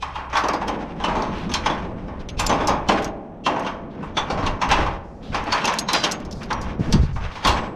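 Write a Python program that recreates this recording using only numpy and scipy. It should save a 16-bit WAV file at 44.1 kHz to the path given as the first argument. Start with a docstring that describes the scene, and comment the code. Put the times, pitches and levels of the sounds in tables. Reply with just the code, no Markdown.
"""A strap's hook and ratchet knock a trailer's perforated steel deck into ringing, outdoors.
A gloved hand drags the strap: loose ratchet parts clink, steel prongs ring, webbing rasps over
the deck and swishes on the glove. A body-worn mono camera hears it from arm's length, with
low rumble, dull bumps on its housing, wind, yard noise and a far engine slowing."""
import sys
import numpy as np
from scipy import signal
from scipy.fft import rfft, irfft
from scipy.io import wavfile
from scipy.ndimage import uniform_filter1d

SR = 44100
rng = np.random.default_rng(int(sys.argv[2]) if len(sys.argv) > 2 else 0)


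def unload_wav(signal):
    """Save mono or channel-first audio to the path in sys.argv[1] as 16-bit WAV at rate SR, clipped to [-1, 1]."""
    wavfile.write(
        sys.argv[1],
        SR,
        np.round(np.clip(np.atleast_2d(signal).T, -1, 1) * 32767).astype(np.int16),
    )


N = 341775
T = np.arange(SR) / SR  # one second, the life of a blow
SCENE_T = np.arange(N) / SR
TOP_HZ = 15300

# hardware landing on the deck: start_s, clang_db, boom_db, hook_db, hook_hz, clang_t60_s
KNOCKS = [(0.022, -16.5, -48, -22.5, 2460, 0.073), (0.154, -16, -38, -24.5, 3140, 0.058),
          (0.328, -24.5, -37, -38, 5700, 0.43), (0.352, -17.5, -49, -24.5, 3400, 0.16),
          (0.366, -17, -35.5, -29, 2500, 0.22), (0.436, -22, -25.5, -33.5, 2750, .29),
          (0.483, -20, -27.5, -33.5, 4830, 0.26), (0.533, -26, -26.5, -36, 4810, 0.3),
          (0.614, -20.5, -27.5, -35, 2580, 0.12), (0.68, -17, -22, -24, 3070, 0.088),
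          (0.999, -31, -43, -44, 3300, 0.61), (1.038, -20, -29, -24, 2720, 0.2),
          (1.08, -26, -29.5, -41, 2070, 0.86), (1.152, -27.5, -30, -40.5, 2300, 0.93),
          (1.221, -32.5, -30, -42, 4200, 0.6), (1.492, -35.5, -49, -41.5, 6160, 0.78),
          (1.538, -22.5, -43, -17.5, 4160, 0.2), (1.658, -13.5, -28.5, -19, 3030, 0.13),
          (1.698, -26.5, -25, -29.5, 3470, 0.27), (2.08, -25.5, -41.5, -41, 2390, 0.054),
          (2.393, -14.5, -27.5, -12.5, 2620, 0.081), (2.494, -16.5, -18.5, -22.5, 6160, 0.18),
          (2.522, -29, -25.5, -34, 2380, .57), (2.604, -26.5, -28, -38, 3440, .65),
          (2.676, -20.5, -39, -30, 5000, 0.36), (2.689, -24.5, -23, -37.5, 3360, 0.51),
          (2.888, -14.5, -17, -19, 3040, 0.18), (2.918, -27, -18.5, -26.5, 2120, 0.18),
          (3.461, -8.5, -17, -12, 2730, 0.073), (3.56, -24, -31.5, -43, 2500, .19),
          (3.646, -33.5, -44, -40.5, 3230, 0.69), (3.663, -24.5, -48, -31.5, 2780, 0.23),
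          (4.026, -29.5, -47, -47, 2630, .14), (4.168, -19.5, -31, -22, 3280, 0.25),
          (4.299, -28, -26, -32.5, 4500, 0.36), (4.375, -30.5, -31, -42.5, 2520, 1),
          (4.426, -28.5, -35, -43, 4300, 0.57), (4.462, -21.5, -31, -20, 2640, 0.13),
          (4.614, -18, -42, -26.5, 2700, 0.31), (4.712, -15.5, -25, -18.5, 2650, 0.29),
          (4.784, -30, -24.5, -41, 2770, 0.5), (4.861, -21.5, -35, -38, 2230, 0.24),
          (5.343, -23, -32, -28.5, 2550, 0.29), (5.466, -28, -26, -39, 2650, 0.18),
          (5.521, -15.5, -55, -16, 4480, 0.16), (5.616, -17.5, -26, -21, 2730, .05),
          (5.641, -31, -26, -19.5, 2600, 0.22), (5.673, -16.5, -30, -20, 6000, 0.15),
          (5.738, -32, -32, -14.5, 2600, 0.025), (5.885, -21.5, -45, -21.5, 4120, 0.25),
          (5.931, -45, -27, -20, 4720, 0.51), (6.037, -22, -24.5, -13, 3010, 0.15),
          (6.503, -15.5, -29, -28, 2820, 0.11), (6.925, -25.5, -46, -21, 4620, 0.17),
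          (7.158, -26, -40, -39, 2200, 0.098), (7.353, -35, -52, -40.5, 2270, 0.48),
          (7.447, -12, -18, -14, 4300, 0.11), (7.47, -19, -44, -18.5, 4300, 0.42)]
# spectra of deck, frame and hook: freq_hz, gain_db
CLANG_SPECTRUM = [(300, -51), (450, -14.5), (690, -11.5), (840, 3), (1000, 5), (1150, 0.5), (1320, -5.5),
                  (1900, -11.5), (2600, -18), (3500, -31.5), (6100, -59), (10000, -84)]
BOOM_SPECTRUM = [(80, -24.5), (135, -7), (200, 4), (300, 3.5), (450, -1), (640, 0), (850, -2), (1100, -37),
                 (1450, -38), (2600, -81.5)]
HOOK_SPECTRUM = [(800, -41.5), (1430, -8.5), (1900, -5.5), (2570, 1.5), (3460, 4.5), (4600, 0),
                 (6100, -4.5), (7900, -15), (10200, -24.5), (13500, -41), (14800, -45.5)]
# strong resonances of deck and hook: freq_hz, width_hz, gain_db
RESONANCES = [(597.6, 7.3, 7.5), (910, 64, -1.5), (902, 79, 0), (1089, 13.3, 5), (1161, 38, 2),
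              (1525, 41, 2.5), (2320, 40, 4), (2500, 60, 2), (2798, 28, 5), (3190, 100, 3), (4210, 66, -4),
              (5060, 40, 7.5), (5480, 170, 6.5), (6100, 50, 11), (6430, 110, 4), (8200, 55, 2.5)]
# loose ratchet parts clicking: start_s, relative_db, centre_hz, crack_t60_s
CLINKS = [(0.37, -25, 4400, 0.18), (0.485, -22, 5540, 0.022), (0.534, -31.5, 4870, 0.08),
          (0.679, -35, 5300, 0.11), (1.222, -30.5, 4400.0, 0.02), (1.516, -30.5, 3260, 0.17),
          (1.538, -22.5, 5600, 0.045), (2.288, -28, 3100, 0.06), (2.301, -36, 3480, 0.012),
          (2.395, -26, 6600, 0.13), (2.4648, -14, 5700, 0.032), (2.494, -25, 5000, 0.013),
          (2.672, -21.5, 5730, 0.096), (2.887, -15, 4530, 0.0061), (3.022, -40, 6100.0, 0.091),
          (3.044, -27, 5850, 0.047), (3.078, -41, 5560, 0.012), (3.595, -39, 5960, 0.04),
          (4.714, -25, 5400, 0.035), (5.439, -44, 6700, 0.027), (5.655, -15.5, 5660, 0.014),
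          (5.676, -29, 5500.0, 0.055), (5.738, -29.5, 6240, 0.03), (5.787, -11, 4630, 0.021),
          (5.791, -22.5, 6440, 0.059), (5.932, -20.5, 7650, 0.028), (6.037, -21.5, 4240, 0.12),
          (6.113, -21, 5500.0, 0.017), (6.119, -19.5, 5850, 0.044), (6.201, -44, 5500, .03),
          (6.25, -42, 5200, 0.062), (6.311, -37, 5100, 0.1), (6.326, -35, 4900.0, 0.045),
          (6.432, -34.5, 4330, 0.056), (6.529, -25.5, 4860, 0.025), (6.613, -38, 5370, 0.14),
          (6.925, -17.5, 4970, 0.045), (7.469, -30, 7200, 0.15)]
# ratchet modes: freq_hz, gain_db, free_t60_s
RATCHET_MODES = [(2690, -4.5, .07), (3020, -19, .1), (3390, -17, 0.098), (4220, -7, 0.14),
                 (4790, -4, 0.085), (5140, -5.5, 0.081), (5690, 6, 0.034), (6220, -6, .06),
                 (6500, -5.5, 0.31), (7320, -4, 0.062), (8030, -6, 0.08), (10300, -12, 0.08),
                 (10400, -5, .06), (12550, -7, 0.057)]
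# spectrum of the ratchet's cracks: freq_hz, gain_db
CRACK_SPECTRUM = [(1000, 12.5), (7000, -4.5), (8200, -5.5), (13500, 3), (15000, -16.5)]
# hook or ratchet ringing freely: start_s, pitch_hz, level_db, t60_s
TINGS = [(1.039, 2970, -26.5, 0.19), (2.395, 7180, -25, 0.086), (2.467, 7100, -27, 0.12),
         (4.172, 3460, -21, 0.17), (5.645, 2800, -29, 0.17), (5.936, 4000, -26, 0.31),
         (5.937, 4790, -26, 0.4), (6.121, 7450, -43, 0.1), (6.53, 5700, -49, 0.57), (7.47, 7730, -45, 0.51)]
# strap dragged over the deck: start_s, length_s, level_db
DRAGS = [(0.0, 0.2, -40.5), (0.287, 0.15, -32), (0.588, 0.4, -44), (1.048, 0.092, -47),
         (1.305, 0.13, -38.5), (1.562, .24, -36), (1.865, 0.93, -51), (2.418, 0.058, -26),
         (2.513, 0.14, -33), (2.686, 0.27, -52), (2.934, 0.098, -32.5), (3.57, 0.074, -37.5),
         (3.925, 0.37, -47), (4.17, 0.32, -47), (4.682, 0.15, -24.5), (5.205, 0.22, -51),
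         (5.311, 0.25, -34), (5.528, 0.21, -26.5), (5.93, 0.18, -25), (6.124, 0.14, -45.5),
         (6.404, 0.3, -40.5), (6.788, 0.3, -42), (7.196, 0.25, -40.5), (7.416, .15, -29),
         (7.587, 0.08, -35.5)]
# spectrum of webbing on steel: freq_hz, gain_db
RASP_SPECTRUM = [(200, -32.5), (450, 0.5), (640, -3), (900, 2), (1150, -1.5), (1450, -1), (1900, -3.5),
                 (2600, -6.5), (3500, -12), (6100, -25.5), (7900, -35), (10200, -43.5), (13000, -53.5),
                 (15000, -71)]
# glove sliding on webbing: start_s, length_s, level_db, centre_hz
SWISHES = [(0.785, 0.055, -62, 4660), (1.346, 0.14, -45, 3080), (2.015, 0.058, -70, 4200),
           (2.191, 0.033, -51, 3730), (3.9, 0.05, -60, 3170), (4.022, 0.053, -63.5, 6440),
           (5.032, 0.41, -69.5, 5100), (5.225, 0.16, -50.5, 3440), (6.344, 0.11, -53, 4750),
           (6.79, 0.26, -55, 4900), (7.013, 0.056, -46.5, 4000), (7.126, 0.079, -55.5, 5000),
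           (7.234, 0.044, -61, 4800), (7.315, 0.12, -48.5, 3660)]
# low rumble as the camera picks it up: time_s, relative_db
RUMBLE_LEVELS = [(0.0, -52), (0.37, -57), (0.6, -39), (1.04, -31), (1.19, -29), (2.22, -34), (2.83, -32),
                 (3.21, -41), (3.52, -35), (4.68, -32), (4.98, -50), (5.27, -35), (5.68, -35.5),
                 (6.73, -32), (6.99, -26.5), (7.15, -76), (7.29, -45.5), (7.75, -32.5)]
# bumps on the camera housing: start_s, relative_db, pitch_hz, t60_s
BUMPS = [(2.887, -22.5, 200, .18), (5.298, -21, 84, 0.048), (6.792, -13.5, 177, 0.068),
         (6.808, -11, 128, 0.039), (6.881, -19, 73, 0.36), (6.936, -10, 201, 0.12), (6.953, -6, 151, 0.054),
         (6.994, -18.5, 121, 0.14), (7.029, -12, 138, 0.074), (7.09, -25.5, 140, 0.14),
         (7.15, -26, 118, 0.11)]
# gusts at the microphone: start_s, length_s, level_db
GUSTS = [(0.0, 0.36, -43.5), (0.56, 0.15, -43), (0.98, 2.1, -34), (2.36, 0.38, -31), (4.03, 0.21, -35),
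         (4.31, 0.22, -26), (4.67, 0.23, -26), (4.92, 0.28, -45.5), (5.29, 0.21, -32), (6.22, 0.36, -36),
         (6.54, 0.45, -31), (6.86, 0.16, -18), (7.08, 0.18, -27), (7.45, 0.12, -24)]
# spectra of low rumble, wind, yard and engine hiss: freq_hz, gain_db
RUMBLE_SPECTRUM = [(35, -26), (80, -24), (135, -5.5), (200, 0.5), (300, -7), (640, -14), (1100, -23),
                   (1900, -34.5), (3500, -46), (8000, -88)]
WIND_SPECTRUM = [(12, -1.5), (30, 3), (80, 1), (135, -7), (200, -11.5), (300, -36), (640, -52),
                 (4000, -100)]
YARD_SPECTRUM = [(18, -8.5), (35, 0.5), (135, -4), (450, -14), (850, -17.5), (1400, -50), (2600, -50.5),
                 (6000, -46), (8000, -61), (13000, -66), (15000, -86)]
HISS_SPECTRUM = [(7000, -25), (8050, -1), (8500, -13.5), (9000, -5), (9600, -24), (14000, -34.5)]


def deck_knocks(hook_boost=2.4, hook_width_hz=110, dark_cutoff_hz=5500):
    """Each landing weights the same modes anew: the frame booms, the deck clangs, the hook rings."""
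    out = np.zeros(N)
    hz, strength = plate_modes(count=1300, scatter_db=1.5)
    for start_s, clang_db, boom_db, hook_db, hook_hz, t60_s in KNOCKS:
        contact_s = 0.0015 * 0.26 / t60_s
        draws = rng.standard_normal((4, len(hz)))
        gains = strength * (draws[0] + 1j * draws[1])
        boom = ring(hz, gains * spectrum_gain(BOOM_SPECTRUM, hz))
        boom *= blow_envelope(2 * contact_s, 0.51 * t60_s, tail_db=-5.5, tail_t60_s=1.18)
        clang = ring(hz, gains * spectrum_gain(CLANG_SPECTRUM, hz))
        clang *= blow_envelope(2 * contact_s, t60_s, tail_db=-12, tail_t60_s=0.8)
        # the contact point favours groups of hook modes, one most
        spot_db = 2.8 * np.sqrt(12) * uniform_filter1d(draws[2], 12)
        peak = 1 + hook_boost / (1 + ((hz - hook_hz) / hook_width_hz) ** 2)
        hook_gains = gains * spectrum_gain(HOOK_SPECTRUM, hz) * undb(spot_db) * peak
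        hook = ring(hz, hook_gains)
        hook *= blow_envelope(contact_s + 0.0006, 0.55 * t60_s, tail_db=-17.5, tail_t60_s=0.32)
        # a faint, darker, short ring of the hook's lower modes
        dark_ring = ring(hz, 1j * hook_gains / (1 + (hz / dark_cutoff_hz) ** 4))
        hook += undb(-33) * dark_ring * attack(0.0033) * decay(0.23)
        scuff = graze(ring(hz, -hook_gains))
        add(out, start_s - len(scuff) / SR, undb(hook_db) * scuff)
        add(out, start_s, undb(boom_db) * boom + undb(clang_db) * clang + undb(hook_db) * hook)
    return out


def plate_modes(count, scatter_db):
    """Crowded steel modes: whole-number frequencies and their strengths."""
    edges_hz = np.linspace(100, TOP_HZ, count + 1)
    hz = (edges_hz[:-1] + rng.random(count) * np.diff(edges_hz)).astype(int)
    return hz, resonance_gain(hz) * undb(scatter_db * rng.standard_normal(count))


def resonance_gain(hz):
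    """Gain of the steel's strong resonances."""
    return undb(sum(gain_db / (1 + (2 * (hz - freq_hz) / width_hz) ** 2)
                    for freq_hz, width_hz, gain_db in RESONANCES))


def ring(hz, gains):
    """Modes sounding together for a second, rms 1 over the attack."""
    lines = np.zeros(SR // 2 + 1, complex)
    lines[hz] = gains
    return unit_rms(irfft(lines, SR), samples=1300)


def blow_envelope(contact_s, burst_t60_s, tail_db, tail_t60_s):
    """Energy leaves the struck spot quickly, then lingers in the whole trailer."""
    return attack(contact_s) * (decay(burst_t60_s) + undb(tail_db) * decay(tail_t60_s))


def graze(sound, level_db=-17, rise_s=0.0097):
    """Steel scuffs steel just before landing: a 23 ms swell."""
    return undb(level_db) * (sound * np.exp(-T / rise_s))[:1024][::-1]


def ratchet_clinks(width_octaves=0.69, modes_db=-5, scatter_db=5, detune=0.014, rise_s=0.0002):
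    """A dry steel-on-steel crack, then the ratchet's modes, strongest near the struck part's pitch."""
    out = np.zeros(N)
    size = 8192
    t = T[:size]
    mode_hz, mode_db, free_t60_s = np.transpose(RATCHET_MODES)
    free_decays = np.exp(-np.log(1000) * np.outer(1 / free_t60_s, t))
    bins_hz = np.fft.rfftfreq(size, 1 / SR) + 1
    for start_s, relative_db, centre_hz, crack_t60_s in CLINKS + drag_rattles():
        level_draw, pitch_draw, phase_draw = rng.standard_normal((3, len(mode_hz)))
        focus = spectrum_gain(CRACK_SPECTRUM, bins_hz) * band_gain(bins_hz, centre_hz, width_octaves)
        gains = undb(mode_db + scatter_db * level_draw) * np.sqrt(np.interp(mode_hz, bins_hz, focus))
        pitches_hz = mode_hz * (1 + detune * pitch_draw)  # each part and grip rings differently
        phases = 2 * np.pi * np.outer(pitches_hz, t) + np.pi * phase_draw[:, None]
        modes = unit_rms(gains @ (np.sin(phases) * free_decays), samples=100)
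        modes *= decay(5 * crack_t60_s)[:size]  # a tight grip shortens the ring
        crack = filtered(rng.standard_normal(size), focus * resonance_gain(bins_hz))
        crack *= decay(crack_t60_s)[:size]
        clink = (crack + undb(modes_db) * modes) * attack(rise_s)[:size]
        add(out, start_s, undb(relative_db - 1.5) * clink)
    return out


def drag_rattles(count=2, offset_db=-7, scatter_db=3, centre_hz=4500, crack_t60_s=0.0084):
    """Each drag jostles the ratchet into faint clicks; rows as in CLINKS."""
    return [(start_s + length_s * rng.random(),
             level_db + offset_db + scatter_db * rng.standard_normal(), centre_hz, crack_t60_s)
            for start_s, length_s, level_db in DRAGS for _ in range(count)]


def prong_tings(detune=0.013):
    """Two prongs of bent steel ring at nearly the same pitch and beat."""
    out = np.zeros(N)
    for start_s, pitch_hz, level_db, t60_s in TINGS:
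        lower = np.sin(2 * np.pi * pitch_hz * T)
        upper = 0.87 * np.sin(2 * np.pi * (pitch_hz * (1 + detune) * T + rng.random()))
        add(out, start_s, undb(level_db) * (lower + upper) * attack(0.001) * decay(t60_s))
    return out


def strap_rasp(ticks_per_s=9000, surge_db=5.5):
    """Strap and hook catch and slip on rusty steel: surges of dense ticks ring the deck."""
    ticks = (rng.random(N) < ticks_per_s / SR) * rng.standard_normal(N)
    surges = ticks * undb(surge_db * wander(rate_hz=30))
    bins_hz = np.fft.rfftfreq(N, 1 / SR)
    rasp = filtered(surges, resonance_gain(bins_hz) * spectrum_gain(RASP_SPECTRUM, bins_hz))
    return rasp * swell(DRAGS, rise_s=0.022, release_s=0.055)


def glove_swishes(width_octaves=0.73):
    """Cloth on cloth: a hiss that starts quickly and eases as the hand slows."""
    out = np.zeros(N)
    bins_hz = np.arange(SR // 2 + 1) + 1
    for start_s, length_s, level_db, centre_hz in SWISHES:
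        hiss = filtered(rng.standard_normal(SR), band_gain(bins_hz, centre_hz, width_octaves))
        add(out, start_s, undb(level_db) * hiss * attack(0.0039) * np.exp(-(T / length_s) ** 4))
    return out


def low_rumble():
    """Low rumble as the camera picks it up, swelling and at times ducking sharply."""
    level_db = np.interp(SCENE_T, *np.transpose(RUMBLE_LEVELS)) - 1.5
    return undb(level_db) * wavering_noise(RUMBLE_SPECTRUM, flutter_db=1.5, rate_hz=18)


def housing_bumps(thud_db=-9, cutoff_hz=300):
    """The housing is nudged: a low damped swing and a soft thud."""
    out = np.zeros(N)
    lowpass = signal.butter(3, cutoff_hz, fs=SR, output="sos")
    for start_s, relative_db, pitch_hz, t60_s in BUMPS:
        swing = np.sin(2 * np.pi * pitch_hz * T)
        thud = undb(thud_db) * unit_rms(signal.sosfilt(lowpass, rng.standard_normal(SR)))
        add(out, start_s, undb(relative_db + 5) * (swing + thud) * attack(0.0019) * decay(t60_s))
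    return out


def wind(breeze_db=-45.5):
    """Gusts over a steady breeze buffet the microphone."""
    level = np.hypot(swell(GUSTS, rise_s=0.017, release_s=0.058), undb(breeze_db))
    return level * wavering_noise(WIND_SPECTRUM, flutter_db=1.5, rate_hz=13)


def yard(level_db=-45.5):
    """Low outdoor background noise."""
    return undb(level_db) * wavering_noise(YARD_SPECTRUM, flutter_db=1.2, rate_hz=3.4)


def far_engine(start_hz=73, idle_hz=41, settle_s=0.69, fade_s=3.4, hum_db=-43, hiss_db=-81):
    """A firing hum and its octave sink to idle beside a thin hiss; all fade away."""
    firing_hz = idle_hz + (start_hz - idle_hz) * np.exp(-SCENE_T / settle_s)
    firing_hz *= 1 + 0.035 * wander(rate_hz=12)
    phase = 2 * np.pi * np.cumsum(firing_hz) / SR
    hum = unit_rms(np.sin(phase) + undb(-9) * np.sin(2 * phase))
    hum *= undb(hum_db + 2 * wander(rate_hz=7.3))
    hiss = undb(hiss_db) * wavering_noise(HISS_SPECTRUM, flutter_db=2, rate_hz=3)
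    return (hum + hiss) * np.exp(-(SCENE_T / fade_s) ** 4)


def undb(db):
    """Decibels to gain."""
    return 10 ** (np.asarray(db) / 20)


def unit_rms(x, samples=None):
    """Scale to rms 1, over the first samples if given."""
    return x / np.sqrt(np.mean(x[:samples] ** 2) + 1e-20)


def attack(rise_s):
    """Exponential rise to 1."""
    return 1 - np.exp(-T / rise_s)


def decay(t60_s):
    """Exponential decay."""
    return np.exp(-np.log(1000) * T / t60_s)


def swell(events, rise_s, release_s):
    """Envelope of events that rise, hold and die away, summed in power."""
    power = np.zeros(N)
    for start_s, length_s, level_db in events:
        rise = np.clip((SCENE_T - start_s) / rise_s, 0, 1)
        release = np.exp(-np.maximum(SCENE_T - start_s - length_s, 0) / release_s)
        power += (undb(level_db) * rise * release) ** 2
    return np.sqrt(power)


def spectrum_gain(spectrum, hz):
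    """Gain of a spectrum table, interpolated in log frequency."""
    freq_hz, gain_db = np.transpose(spectrum)
    return undb(np.interp(np.log(hz + 1), np.log(freq_hz), gain_db))


def band_gain(hz, centre_hz, width_octaves):
    """Bell curve in log frequency."""
    return 1 / (1 + (np.log2(hz / centre_hz) / width_octaves) ** 2) ** 2


def filtered(x, gains):
    """Weight the FFT bins, then scale to rms 1."""
    return unit_rms(irfft(rfft(x) * gains, len(x)))


def wander(rate_hz):
    """Smooth random drift, spread about 0.7."""
    size = int(SR / rate_hz)
    steps = np.repeat(rng.standard_normal(N // size + 1), size)
    return 0.84 * uniform_filter1d(steps, size)[:N]


def wavering_noise(spectrum, flutter_db, rate_hz):
    """Shaped noise whose level wavers."""
    gains = spectrum_gain(spectrum, np.fft.rfftfreq(N, 1 / SR))
    return filtered(rng.standard_normal(N), gains) * undb(flutter_db * wander(rate_hz))


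def add(track, start_s, sound):
    """Mix a sound in at start_s."""
    i = max(int(start_s * SR), 0)
    track[i:i + len(sound)] += sound[:N - i]


def scene():
    """All sources at one microphone, on two identical channels."""
    hardware = deck_knocks() + ratchet_clinks() + prong_tings()
    strap = strap_rasp() + glove_swishes()
    mix = hardware + strap + low_rumble() + wind() + housing_bumps() + yard() + far_engine()
    return np.tile(mix, (2, 1))


def record(dry):
    """The camera rounds the highest peaks and cuts the top."""
    lowpass = signal.ellip(10, 0.2, 80, TOP_HZ, fs=SR, output="sos")
    return signal.sosfilt(lowpass, np.tanh(dry))


dry = scene()
out = record(dry)
unload_wav(out)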